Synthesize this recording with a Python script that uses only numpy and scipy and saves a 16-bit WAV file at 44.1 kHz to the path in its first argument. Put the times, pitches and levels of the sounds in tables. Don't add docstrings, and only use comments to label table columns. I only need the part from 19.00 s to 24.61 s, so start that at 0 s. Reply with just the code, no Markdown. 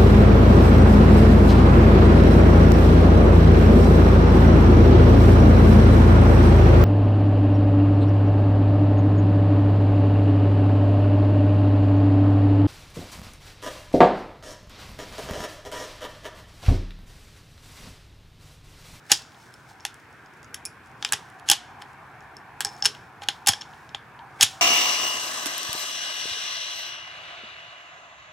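import sys
import numpy as np
from scipy import signal
from scipy.fft import rfft, irfft, next_fast_len
from scipy.io import wavfile
from scipy.ndimage import uniform_filter1d, map_coordinates

SR = 44100
rng = np.random.default_rng(int(sys.argv[2]) if len(sys.argv) > 2 else 0)


def convert_level_to_amplitude(level_db):
    exponent = np.asarray(level_db, float) / 20
    return 10 ** exponent


def pcm_store(signal):
    levels = np.round(np.clip(np.atleast_2d(signal), -1, 1) * 32767)
    wavfile.write(sys.argv[1], SR, levels.astype(np.int16).T)


N = 247401


def unit(x):
    return x / np.sqrt(np.mean(x ** 2) + 1e-20)


def along(points, hz):
    f, v = np.transpose(points)
    return np.interp(np.log(hz + 1), np.log(f + 1), v)


def wobble(rate):
    knots = rng.standard_normal(int(N * rate / SR) + 4)
    return map_coordinates(knots, [np.arange(N) * rate / SR])


def filtered(x, response):
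    m = next_fast_len(N + SR // 2)
    return irfft(rfft(x, m) * response(np.fft.rfftfreq(m, 1 / SR)), m)[..., :N]


def body(modes):
    def response(f):
        total = 0
        for k, (centre, width, db) in enumerate(modes):
            resonance = 1j * f * width / (centre ** 2 - f ** 2 + 1j * f * width)
            total = total + (-1) ** k * convert_level_to_amplitude(db) * resonance
        return total / np.sqrt(np.mean(abs(total) ** 2))
    return response


def rush(spectrum, patchy_db):
    # f/Hz, likeness (1 = the same)
    alike = [(60, 0.92), (180, 0.93), (550, 0.85), (1650, 0.87), (4970, 0.13), (15000, 0.37)]
    z = signal.stft(rng.standard_normal((2, N + 512)), nperseg=512)[2]
    patches = uniform_filter1d(rng.standard_normal(z.shape[1:]), 3, 0)
    patches = uniform_filter1d(patches, 14, 1)
    pair = signal.istft(z * convert_level_to_amplitude(patchy_db * unit(patches)), nperseg=512)[1][:, :N]

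    def response(hz):
        inside = (hz > spectrum[0][0]) * (hz < spectrum[-1][0])
        turn = np.arccos(np.clip(along(alike, hz), -1, 1)) / 2
        return convert_level_to_amplitude(along(spectrum, hz)) * inside * [np.cos(turn), np.sin(turn)]

    mid, side = filtered(pair, response)
    return unit(np.array([mid + side, mid - side]))


def outdoors():
    # t/s, level/dB
    traffic = [(0, -59), (.17, -56.5), (1.34, -56), (1.92, -53), (2.16, -50), (2.4, -50.5), (2.92, -49.5),
               (3.3, -52), (3.55, -51), (3.75, -47.5), (4.01, -50.5), (4.27, -51), (5.08, -51), (5.41, -50),
               (5.61, -45.5)]
    # f/Hz, level/dB per Hz
    rumble_colour = [(15, -50.5), (25, -26.5), (59, -7.5), (139, 1), (173, -6.5), (382, -7.5), (616, -13),
                     (650, -7.5), (840, -36.5), (1430, -120)]
    road_colour = [(380, -43), (650, -14.5), (747, -3), (869, -4.5), (1010, -4.5), (1200, -8), (1560, -37),
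                   (2640, -120)]
    tyre_colour = [(760, -32.5), (1300, -3.5), (1550, -0.5), (1680, -2), (1840, -5.5), (1980, -10.5),
                   (2260, -8), (2670, -14), (3180, -31), (3600, -28.5), (4680, -56), (7920, -120)]
    hiss_colour = [(1500, -14), (3000, 8.5), (5000, -0.5), (8000, -6), (12000, -6), (15800, -13)]
    road_db = np.interp(np.arange(N) / SR, *np.transpose(traffic))
    swing_db = road_db - road_db.mean()
    rumble = convert_level_to_amplitude(-54 + 0.14 * swing_db + 0.8 * wobble(6)) * rush(rumble_colour, patchy_db=0.7)
    road = convert_level_to_amplitude(road_db + 0.46 * wobble(3.6)) * rush(road_colour, patchy_db=2.5)
    tyres = convert_level_to_amplitude(-52 + 0.28 * swing_db + 0.9 * wobble(1.8)) * rush(tyre_colour, patchy_db=1.5)
    hiss = convert_level_to_amplitude(-66) * rush(hiss_colour, patchy_db=1.1)
    return rumble + road + tyres + hiss


def fingers(grain_db=2, still_db=-73):
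    # middle t/s, level/dB, time to fade 6 dB on each side/s
    strokes = [(.33, -63.5, 0.19), (.435, -58, 0.07), (.58, -63.5, 0.2), (.701, -55, 0.0238),
               (.86, -64, 0.1), (1, -66.5, 0.15), (1.13, -68, 0.17), (1.375, -64, .015), (1.445, -68, .04),
               (1.871, -66, .05), (2.24, -62.5, 0.1), (2.39, -61, 0.0066), (2.81, -62, 0.0154),
               (2.9, -65.5, .05), (3.32, -74, 0.13), (3.79, -57.5, 0.0387), (3.94, -62, 0.1033),
               (4.74, -64, 0.17), (5.38, -69, .15), (5.51, -50, .06), (3.73, -57, .06), (2.075, -50, .03),
               (.15, -44, .03), (4.33, -58, .05)]
    # f/Hz, level/dB per Hz
    cloth = [(1500, -25.5), (3000, -6), (5500, -3.5), (9000, -10), (13000, -19), (15800, -20)]
    t = np.arange(N) / SR
    swells_db = [np.maximum(db - 6 * abs(t - s) / fade_s, still_db) for s, db, fade_s in strokes]
    grains = unit(rng.standard_normal(N) * convert_level_to_amplitude(grain_db * wobble(400)))
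    rub = unit(filtered(grains, lambda hz: convert_level_to_amplitude(along(cloth, hz))))
    return convert_level_to_amplitude(np.max(swells_db, axis=0)) * rub


def strikes(t, spiky_db=3, lose_db=11, chatter_db=-17, chatter_s=0.015, blow=10):
    # t/s, brass level/dB, receiver level/dB re brass, lips level/dB re brass
    thuds = [
        (0.065, -64.5, -6, 5),
        (1.9159, -61, -10, -4),
        (2.7426, -76, 4, -13.5),
        (2.8209, -46, 9, -0.5),
        (2.932, -68.5, -7.5, 10.5),
        (4.293, -39, 0, 0),
        (4.9474, -41, 6, -8),
        (4.9587, -70, 6.5, -9.5),
    ]
    springs = [(0.1165, -11, -5, -5), (0.118, -5, -8, -4), (0.1745, -39, -1.5, -4), (2.1343, -17, -8, -5),
               (2.4883, -20, -6, -8), (2.4992, -8, -2, -3), (2.5141, -9, -1, -2), (3.8548, -16, -4, -10),
               (3.8242, -25, -1, -20), (4.4626, -28, 0, -6), (5.4098, -10, -3, -4), (5.4298, -5.5, -1, -5)]
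    snaps = [(2.123, -17, -2, -1), (3.6484, -23, -4, 0), (3.6562, -29, -6, -8), (3.8481, -22, -4, -10.5),
             (3.8589, -15, -3, -2), (4.2863, -19, 1, -9), (4.4712, -16, -7, 0), (4.4726, -17, -7, 1),
             (4.4738, -17, -7, 0), (4.4752, -17, -6, -2), (4.4842, -11.5, -8, -5), (4.4858, -14, -8, 0),
             (4.4884, -15, 0, -3), (4.4897, -11, -4, 0), (4.4935, -19, -2, -6), (4.5212, -30, -3, -6),
             (4.5349, -28, 0, -14), (2.5167, -13, -2, -2), (2.52, -17, 2, -6), (2.5235, -20, -2, -5),
             (2.53, -23, 0, -5), (2.534, -24, 0, -5), (3.8415, -33, -4, -3), (3.8569, -19, -2, -10),
             (3.8645, -20, 0, -8), (0.1213, -18, -3, -4), (0.1243, -16, -3, -5), (4.9499, -38, -8, -12),
             (5.4268, -13, 0, 0), (5.437, -22, -2, 0), (5.4435, -24, -2, 0), (5.449, -25, -2, 0),
             (5.465, -33, 0, -4), (5.488, -39, 0, -4), (.8605, -40, 0, 0), (.866, -42, 0, 0),
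             (3.6115, -31, 0, 0), (3.622, -37, 0, 0), (5.4334, -15, 0, 1.5), (5.5095, -45, 2, -3)]
    rattles = [
        (0.1232, -20, 0, -3),
        (0.22, -50, 2, -3),
        (0.1329, -30, -6.5, 3),
        (1.5438, -34.5, 1.5, 2),
        (1.5443, -46, -12, -7),
        (3.6684, -39.5, -1.5, -9),
        (3.6893, -44.5, -3, -17),
        (4.5328, -36, -0.5, -6),
        (4.6124, -38, -5, -14),
        (5.4228, -23, 2.5, 4.5),
    ]
    ticks = [(0.32, -57.5, 2.5, -4), (0.3453, -66, 16.5, -0.5), (0.5393, -50, 0, 3), (2.3004, -61, 1, 7.5),
             (2.3968, -53.5, 3.2, 1), (2.8169, -53.5, 8.5, -9), (3.9491, -47.5, 8, -4),
             (4.2201, -45, 5, -12), (4.2352, -41, 5, -15), (4.2749, -56, 8, -22), (4.7352, -65, 15, -7),
             (4.8913, -48.5, 3.2, -27.5), (5.1911, -59, 16.74, -14)]
    clinks = [(0.7995, -54, -1, -28), (0.8056, -49.5, -5.5, -13), (0.9426, -47, -5.5, 1.5),
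              (1.0014, -57, -15, -3), (1.1276, -58.5, -8, -1.5), (1.2605, -51, -14.5, -18.5),
              (1.3374, -54, -20.5, -6.5), (1.43, -48, -6, -3), (1.4451, -44, -24, -16),
              (1.6526, -29, -12, -1), (1.6575, -34, -12, 4.5), (1.6633, -40, -26, -9.5),
              (1.8603, -57.5, -4.5, -1.5), (1.8723, -59.5, -18.5, 0), (3.2063, -49.5, -9, -21.5),
              (3.2245, -62, -7, -1), (3.2449, -63, -13.5, -5), (3.368, -46.5, -30, -1.5),
              (3.3834, -70, -15.5, -5), (3.7647, -45, -12.5, -16.5), (3.7771, -50, -8, -11),
              (3.8031, -48, -25.5, -19)]
    knocks = [
        (0.851, -24, 0, -2),
        (2.0255, -30, 3, -16),
        (2.0483, -24, 3, -8),
        (2.0891, -40.5, 3, -8),
        (2.1316, -20, -1, -5),
        (2.1385, -25.5, 1.5, -5),
        (3.6062, -24, 0, 3),
        (3.6152, -34, 4, 1),
        (4.6187, -37.5, 4.5, -26),
        (5.4272, -20, 0, 2),
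    ]
    # contacts, stock level/dB re brass, rattle length/ms
    kinds = [(springs, -16, 2.1), (snaps, -5.5, 1.8), (knocks, 0.6, 2.6), (thuds, 10.5, 2.4),
             (rattles, -3.4, 4.8), (clinks, -17.5, 1.7), (ticks, -0.6, 2.4)]
    force = np.zeros((4, N + len(t)))
    spike_db = spiky_db * np.repeat(rng.standard_normal(N // 10 + len(t)), 10)[:N + len(t)]
    grit = rng.standard_normal(N + len(t)) * convert_level_to_amplitude(spike_db)
    for rows, stock_db, ms in kinds:
        fade = convert_level_to_amplitude(-lose_db * t / (ms / 1000)) + convert_level_to_amplitude(chatter_db - 60 * t / chatter_s)
        for s, db, receiver_db, lips_db in rows:
            start = round(s * SR)
            rattle = np.append(blow, grit[start * 37 % N:][:len(t) - 1]) * fade
            rattle *= np.linalg.norm(fade) / np.linalg.norm(rattle)
            levels_db = db + np.array([0, receiver_db, lips_db, stock_db])
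            force[:, start:][:, :len(t)] += convert_level_to_amplitude(levels_db)[:, None] * rattle
    return force


def slides(t):
    # start t/s, end t/s, start level/dB, end level/dB, stock level/dB re scrape
    drags = [
        (0.095, 0.121, -46, -28, 2.5),
        (2.459, 2.489, -63, -38.5, -2),
        (2.485, 2.515, -34, -36, -2),
        (3.842, 3.848, -41, -42, -9.5),
        (4.213, 4.24, -62, -47.5, 8.5),
        (4.4685, 4.486, -30, -27, -4),
        (5.385, 5.411, -70, -35, 9),
        (5.415, 5.427, -20.5, -27, -4.5),
    ]
    force = np.zeros((4, N + len(t)))
    for start, end, start_db, end_db, stock_db in drags:
        level_db = np.interp(t, [0, end - start], [start_db, end_db])
        scrape = rng.standard_normal(len(t)) * convert_level_to_amplitude(level_db) * (t < end - start)
        force[:, round(start * SR):][:, :len(t)] += convert_level_to_amplitude([[-2.5], [0.5], [-5], [stock_db]]) * scrape
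    return force


def contacts(dull_hz=11100):
    # f/Hz, width/Hz, level/dB
    brass_modes = [(4850, 250, -4), (5280, 150, 0), (5900, 350, -4), (6550, 260, -2), (7100, 400, -7)]
    receiver_modes = [(2850, 300, -5), (3280, 220, -2), (3700, 300, -6), (4350, 250, -6)]
    lip_modes = [(7540, 500, 3), (8904, 580, 0.5), (9800, 600, -0.5), (10830, 470, 1.5), (11900, 1200, -8),
                 (14300, 2600, -15)]
    stock_modes = [(419.2, 42, -16.5), (810.2, 67, -3), (1285, 330, -6.5), (1470, 225, -1), (1735, 300, -2),
                   (2360, 310, -4.5)]
    t = np.arange(SR // 20) / SR
    force = (strikes(t) + slides(t))[:, :N]
    brass = convert_level_to_amplitude(1.2) * filtered(force[0], body(brass_modes))
    receiver = convert_level_to_amplitude(0.5) * filtered(force[1], body(receiver_modes))
    lips = convert_level_to_amplitude(0.3) * filtered(force[2], body(lip_modes))
    stock = convert_level_to_amplitude(0.5) * filtered(force[3], body(stock_modes))

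    def dull(hz):
        return 1 / (1 + 1j * hz / dull_hz / 0.7 - (hz / dull_hz) ** 2)

    return lips + filtered(brass + receiver + stock, dull)


def rings(waver=0.6, flutter_db=4, twin_ratio=1.022, twin_db=-6):
    pitch = dict(butt=420, stock=812, palm=2430, bolt=3290, body=5260, case=5400, spring=7800, throat=2880, ramp=4050, rim=6620, bag=330, grip=1650, edge=12500, wall=4950, rail=7250, neck=9950, lip=10950)
    # t/s, mode name, level/dB, time to fall 60 dB/s
    pings = [(2.0256, "wall", -24, .015), (2.0256, "throat", -22, .012), (2.0256, "rail", -36, .01),
             (2.0484, "wall", -18, .03), (2.0484, "rail", -19, .012), (2.0484, "neck", -31, .012),
             (2.058, "wall", -38, .06), (2.0484, "palm", -27, .03), (2.058, "palm", -38, .06),
             (.118, "wall", -14, .02), (.135, "wall", -27, .09), (.8513, "bolt", -19, .01),
             (3.6486, "grip", -25, .03), (3.6486, "ramp", -25, .012), (3.8243, "grip", -25, .02),
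             (3.8243, "throat", -23, .012), (3.735, "body", -52, .2), (2.0257, "grip", -26, .015),
             (4.535, "grip", -25, .03), (4.535, "stock", -32, .04), (4.2864, "neck", -33, .01),
             (.124, "ramp", -19, .02), (.1, "throat", -34, .08), (2.1232, "spring", -14, .012),
             (2.1234, "rail", -14, .012), (2.1234, "ramp", -20, .015), (2.1232, "neck", -21, .012),
             (2.134, "wall", -19, .03), (2.4884, "bolt", -17, .015), (2.4884, "rim", -19, .012),
             (2.4884, "lip", -24, .01), (3.6486, "spring", -24, .02), (3.6486, "neck", -22, .012),
             (3.8591, "neck", -16, .015), (3.8591, "spring", -18, .012), (4.2864, "lip", -20, .012),
             (4.2864, "rim", -20, .012), (4.2864, "throat", -11, .014), (4.2866, "grip", -22, .015),
             (4.2866, "palm", -22, .012), (4.2866, "rail", -22, .012), (4.289, "ramp", -26, .04),
             (4.301, "neck", -52, .04), (.8512, "lip", -32, .01), (.8512, "rim", -30, .01),
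             (.118, "neck", -15, .012), (.118, "palm", -14, .015)]
    brass_rings = [(0.54, "body", -43.5, .03), (0.8053, "case", -52, .07), (1.5429, "case", -32.5, 0.052),
                   (1.55, "case", -59, .2), (1.544, "neck", -32.5, 0.039), (1.6527, "neck", -32, 0.03),
                   (1.6577, "neck", -33, 0.04), (1.6581, "neck", -55, 0.22), (1.6578, "case", -32, 0.0335),
                   (1.6643, "case", -36, 0.022), (1.6563, "palm", -38.5, 0.076), (2.82, "body", -44, 0.03),
                   (3.368, "body", -32, 0.0111), (3.378, "body", -65, 0.07), (3.6486, "body", -13, 0.025),
                   (3.6487, "body", -32, 0.18), (3.8043, "body", -56, 0.082), (3.8242, "body", -11, 0.018),
                   (3.834, "body", -30.5, 0.16), (3.8548, "body", -9, 0.025), (3.859, "body", -13, 0.055),
                   (4.6103, "case", -32, .04), (4.891, "body", -55, 0.068), (.118, "body", -12, .03),
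                   (.1182, "rim", -9, .015), (.17, "body", -35, .04), (2.5005, "case", -22, .03),
                   (3.8548, "rim", -11, .012), (3.848, "body", -20, .03), (4.4842, "rim", -14, .015),
                   (4.489, "rim", -13, .02), (4.5, "rim", -24, .02), (4.535, "case", -28, .04),
                   (5.4098, "rim", -11, .015), (5.41, "lip", -18, .02), (5.4285, "rim", -9, .02)]
    rifle_rings = [(.851, "throat", -30, .01), (.851, "stock", -29, .04), (.1165, "bag", -27, .025),
                   (.1165, "stock", -24, .04), (.13, "bag", -41, .1), (.124, "throat", -17, .02),
                   (.13, "throat", -30, .08), (2.4992, "bag", -35, .05), (2.5141, "bag", -38, .08),
                   (3.8548, "bag", -35, .02), (4.2864, "bag", -40, .06), (4.4842, "bag", -29, .02),
                   (3.8548, "grip", -16, .02), (2.123, "grip", -15, .025), (3.606, "grip", -25, .04),
                   (.117, "grip", -18, .015), (3.825, "stock", -32, .12), (2.4992, "edge", -27, .012),
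                   (2.5141, "edge", -21, .02), (4.4712, "edge", -24, .03), (4.485, "edge", -27, .03),
                   (.117, "edge", -19, .015), (3.606, "edge", -33, .03), (5.4098, "bolt", -9, .015),
                   (4.9478, "stock", -30, .03), (4.236, "bolt", -36, .015), (4.2205, "bolt", -38, .012),
                   (3.863, "bolt", -19, .04), (.104, "stock", -29.5, .15), (2.135, "butt", -42, 0.18),
                  (2.495, "stock", -30, 0.14), (2.4992, "lip", -12, .025), (2.4996, "bolt", -12, 0.022),
                  (2.512, "stock", -26, .08), (3.655, "spring", -40, 0.08), (3.65, "stock", -33, 0.225),
                  (3.655, "butt", -44, 0.17), (3.86, "butt", -38, 0.17), (4.2201, "stock", -34, 0.17),
                  (4.2864, "stock", -26, 0.07), (4.2862, "bolt", -12, 0.014), (4.473, "stock", -26, 0.14),
                  (4.535, "bolt", -20, 0.03), (4.9474, "bolt", -17, 0.009), (4.9499, "rim", -33, .012),
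                  (4.958, "palm", -46, .03), (.117, "throat", -9, .015), (.123, "bolt", -20, .025),
                  (.118, "ramp", -21, .04), (.22, "ramp", -48, .03), (.32, "bolt", -50, .02),
                  (4.4712, "spring", -13, .02), (4.486, "spring", -13, .012), (4.4935, "bolt", -22, .06),
                  (5.4275, "throat", -12, .02), (5.4285, "lip", -14, .025), (2.489, "throat", -22, .015),
                  (3.855, "throat", -13, .02), (5.401, "stock", -29.5, .15), (5.42, "stock", -28.5, 0.071)]
    out = np.zeros(N + SR)
    drift = np.pad(waver * wobble(260), (0, SR))
    flutter = np.pad(flutter_db * wobble(220), (0, SR))
    for s, mode, db, t60 in pings + brass_rings + rifle_rings:
        hz = pitch[mode]
        t = np.arange(round(t60 * SR)) / SR
        at = slice(round(s * SR), round(s * SR) + len(t))
        smear = drift[at] * min(1, hz / 5000)
        tone = np.sin(2 * np.pi * hz * t + smear)
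        if hz > 2000:
            tone += convert_level_to_amplitude(twin_db) * np.sin(2 * np.pi * hz * twin_ratio * t - smear)
        level_db = db - 60 * t / t60 + flutter[at] * np.minimum(1, t / 0.012)
        out[at] += convert_level_to_amplitude(level_db) * tone * (1 - np.exp(-t / 0.0002))
    return out[:N]


def frame(vary_db=3, detune=0.01):
    # f/Hz, level/dB, time to fall 60 dB/s
    long_parts = [(2616, -8, 0.37), (3122, -1, 0.19), (4000, -2, 0.24), (5152, 0, 0.18), (5572, -2, 0.22),
                  (5949, -11, 0.25), (6465, -11, 0.23), (7332, -12, 0.38), (7515, -6, 0.22),
                  (7736, -6, 0.24), (8839, 0, 0.16), (10290, -13, 0.27)]
    # t/s, level/dB
    jolts = [
        (.12, -39),
        (2.13, -52),
        (2.515, -44),
        (3.86, -50),
        (4.49, -45),
        (5.43, -38),
    ]
    out = np.zeros(N + SR)
    t = np.arange(SR // 3) / SR
    hz, level_db, t60 = np.transpose(long_parts)[:, :, None]
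    for s, db in jolts:
        louder, sharper, phase = rng.standard_normal((3, len(long_parts), 1))
        fade = convert_level_to_amplitude(db + level_db + vary_db * louder - 60 * t / t60)
        tones = np.sin(2 * np.pi * hz * (1 + detune * sharper) * t + 3 * phase)
        out[round(s * SR):][:len(t)] += np.sum(fade * tones, axis=0) * (1 - np.exp(-t / 0.003))
    return out[:N]


def thumps(soft_s=0.012):
    # t/s, level/dB
    pushes = [
        (0.127, -9),
        (2.137, -7),
        (2.5, -10),
        (3.661, -12),
        (3.863, -15.5),
        (4.493, 4),
        (5.434, 0),
    ]
    # f/Hz, width/Hz, level/dB
    bench_modes = [(100.16, 26, 3.5), (260, 110, -4)]
    push = np.zeros(N)
    for s, db in pushes:
        push[round(s * SR)] = convert_level_to_amplitude(db)
    bench = body(bench_modes)
    return filtered(push, lambda hz: bench(hz) * hz / 100 / (1 + 1j * hz * soft_s) ** 2)


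def shelter(x, far_t60=0.48, own=0.35):
    # f/Hz, time to fall 60 dB/s, near level/dB, far level/dB
    answer = [(300, .1, -11, -34.5), (1500, 0.15, -11.5, -28.5), (2970, 0.16, -9.5, -26.5),
              (4499, 0.17, -10, -28), (6500, 0.15, -13.5, -32.5), (8550, 0.16, -15.5, -36),
              (11000, 0.15, -15.5, -41), (13500, .14, -14, -50), (15500, .1, -22, -60)]
    frames = dict(fs=SR, nperseg=256, noverlap=192)
    step, wait = 64 / SR, 3
    hz, _, z = signal.stft(x, **frames)
    energy = uniform_filter1d(np.abs(z) ** 2, size=2, axis=0)
    t60, near_db, far_db = (along([(row[0], row[k]) for row in answer], hz) for k in range(1, 4))

    def linger(e, fall_s):
        return signal.lfilter([0] * wait + [step / 0.01], [1, -convert_level_to_amplitude(-120 * step / fall_s)], e)

    near = np.array([linger(e, fall_s) for e, fall_s in zip(energy, t60)])
    far = linger(energy, far_t60)
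    held = convert_level_to_amplitude(2 * near_db)[:, None] * near + convert_level_to_amplitude(2 * far_db)[:, None] * far
    noise = signal.stft(rng.standard_normal((3, N)), **frames)[2]
    common, *apart = signal.istft(13 * noise * np.sqrt(held), **frames)[1][:, :N]
    return common + own * np.array(apart)


def ports(x, scatter_db=-15.5, scatter_s=0.0036, bright_hz=9000):
    # f/Hz, left minus right/dB
    shadow = [(300, -4), (1000, -0.54), (2000, .5), (3000, 3.5), (4500, 3), (6000, -.5), (8000, -2),
              (10500, -4), (13000, -5), (15500, -2.5)]
    t = np.arange(SR // 100) / SR
    glance = rng.standard_normal(len(t)) * convert_level_to_amplitude(-60 * t / scatter_s)
    scattered = signal.fftconvolve(x, glance / np.linalg.norm(glance))[:N]
    side = filtered(scattered, lambda hz: 1 + (hz / bright_hz) ** 2)
    shaded = filtered(x, lambda hz: convert_level_to_amplitude(along(shadow, hz) / 2 * np.array([[1], [-1]])))
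    return shaded + convert_level_to_amplitude(scatter_db) * side * [[1], [-1]]


def scene():
    hits, sung = contacts(), rings()
    close = ports(hits + sung + frame() + fingers())
    return close + shelter(hits + convert_level_to_amplitude(-5) * sung) + thumps() + outdoors()


def band_limit(x):
    return signal.sosfilt(signal.butter(12, 16310, fs=SR, output="sos"), x)


def record(dry):
    clipped = dry / (1 + np.abs(dry) ** 8) ** (1 / 8)
    mix = filtered(clipped, lambda hz: np.clip((16600 - hz) / 400, 0, 1))
    return band_limit(mix)


dry = scene()
out = record(dry)
pcm_store(out)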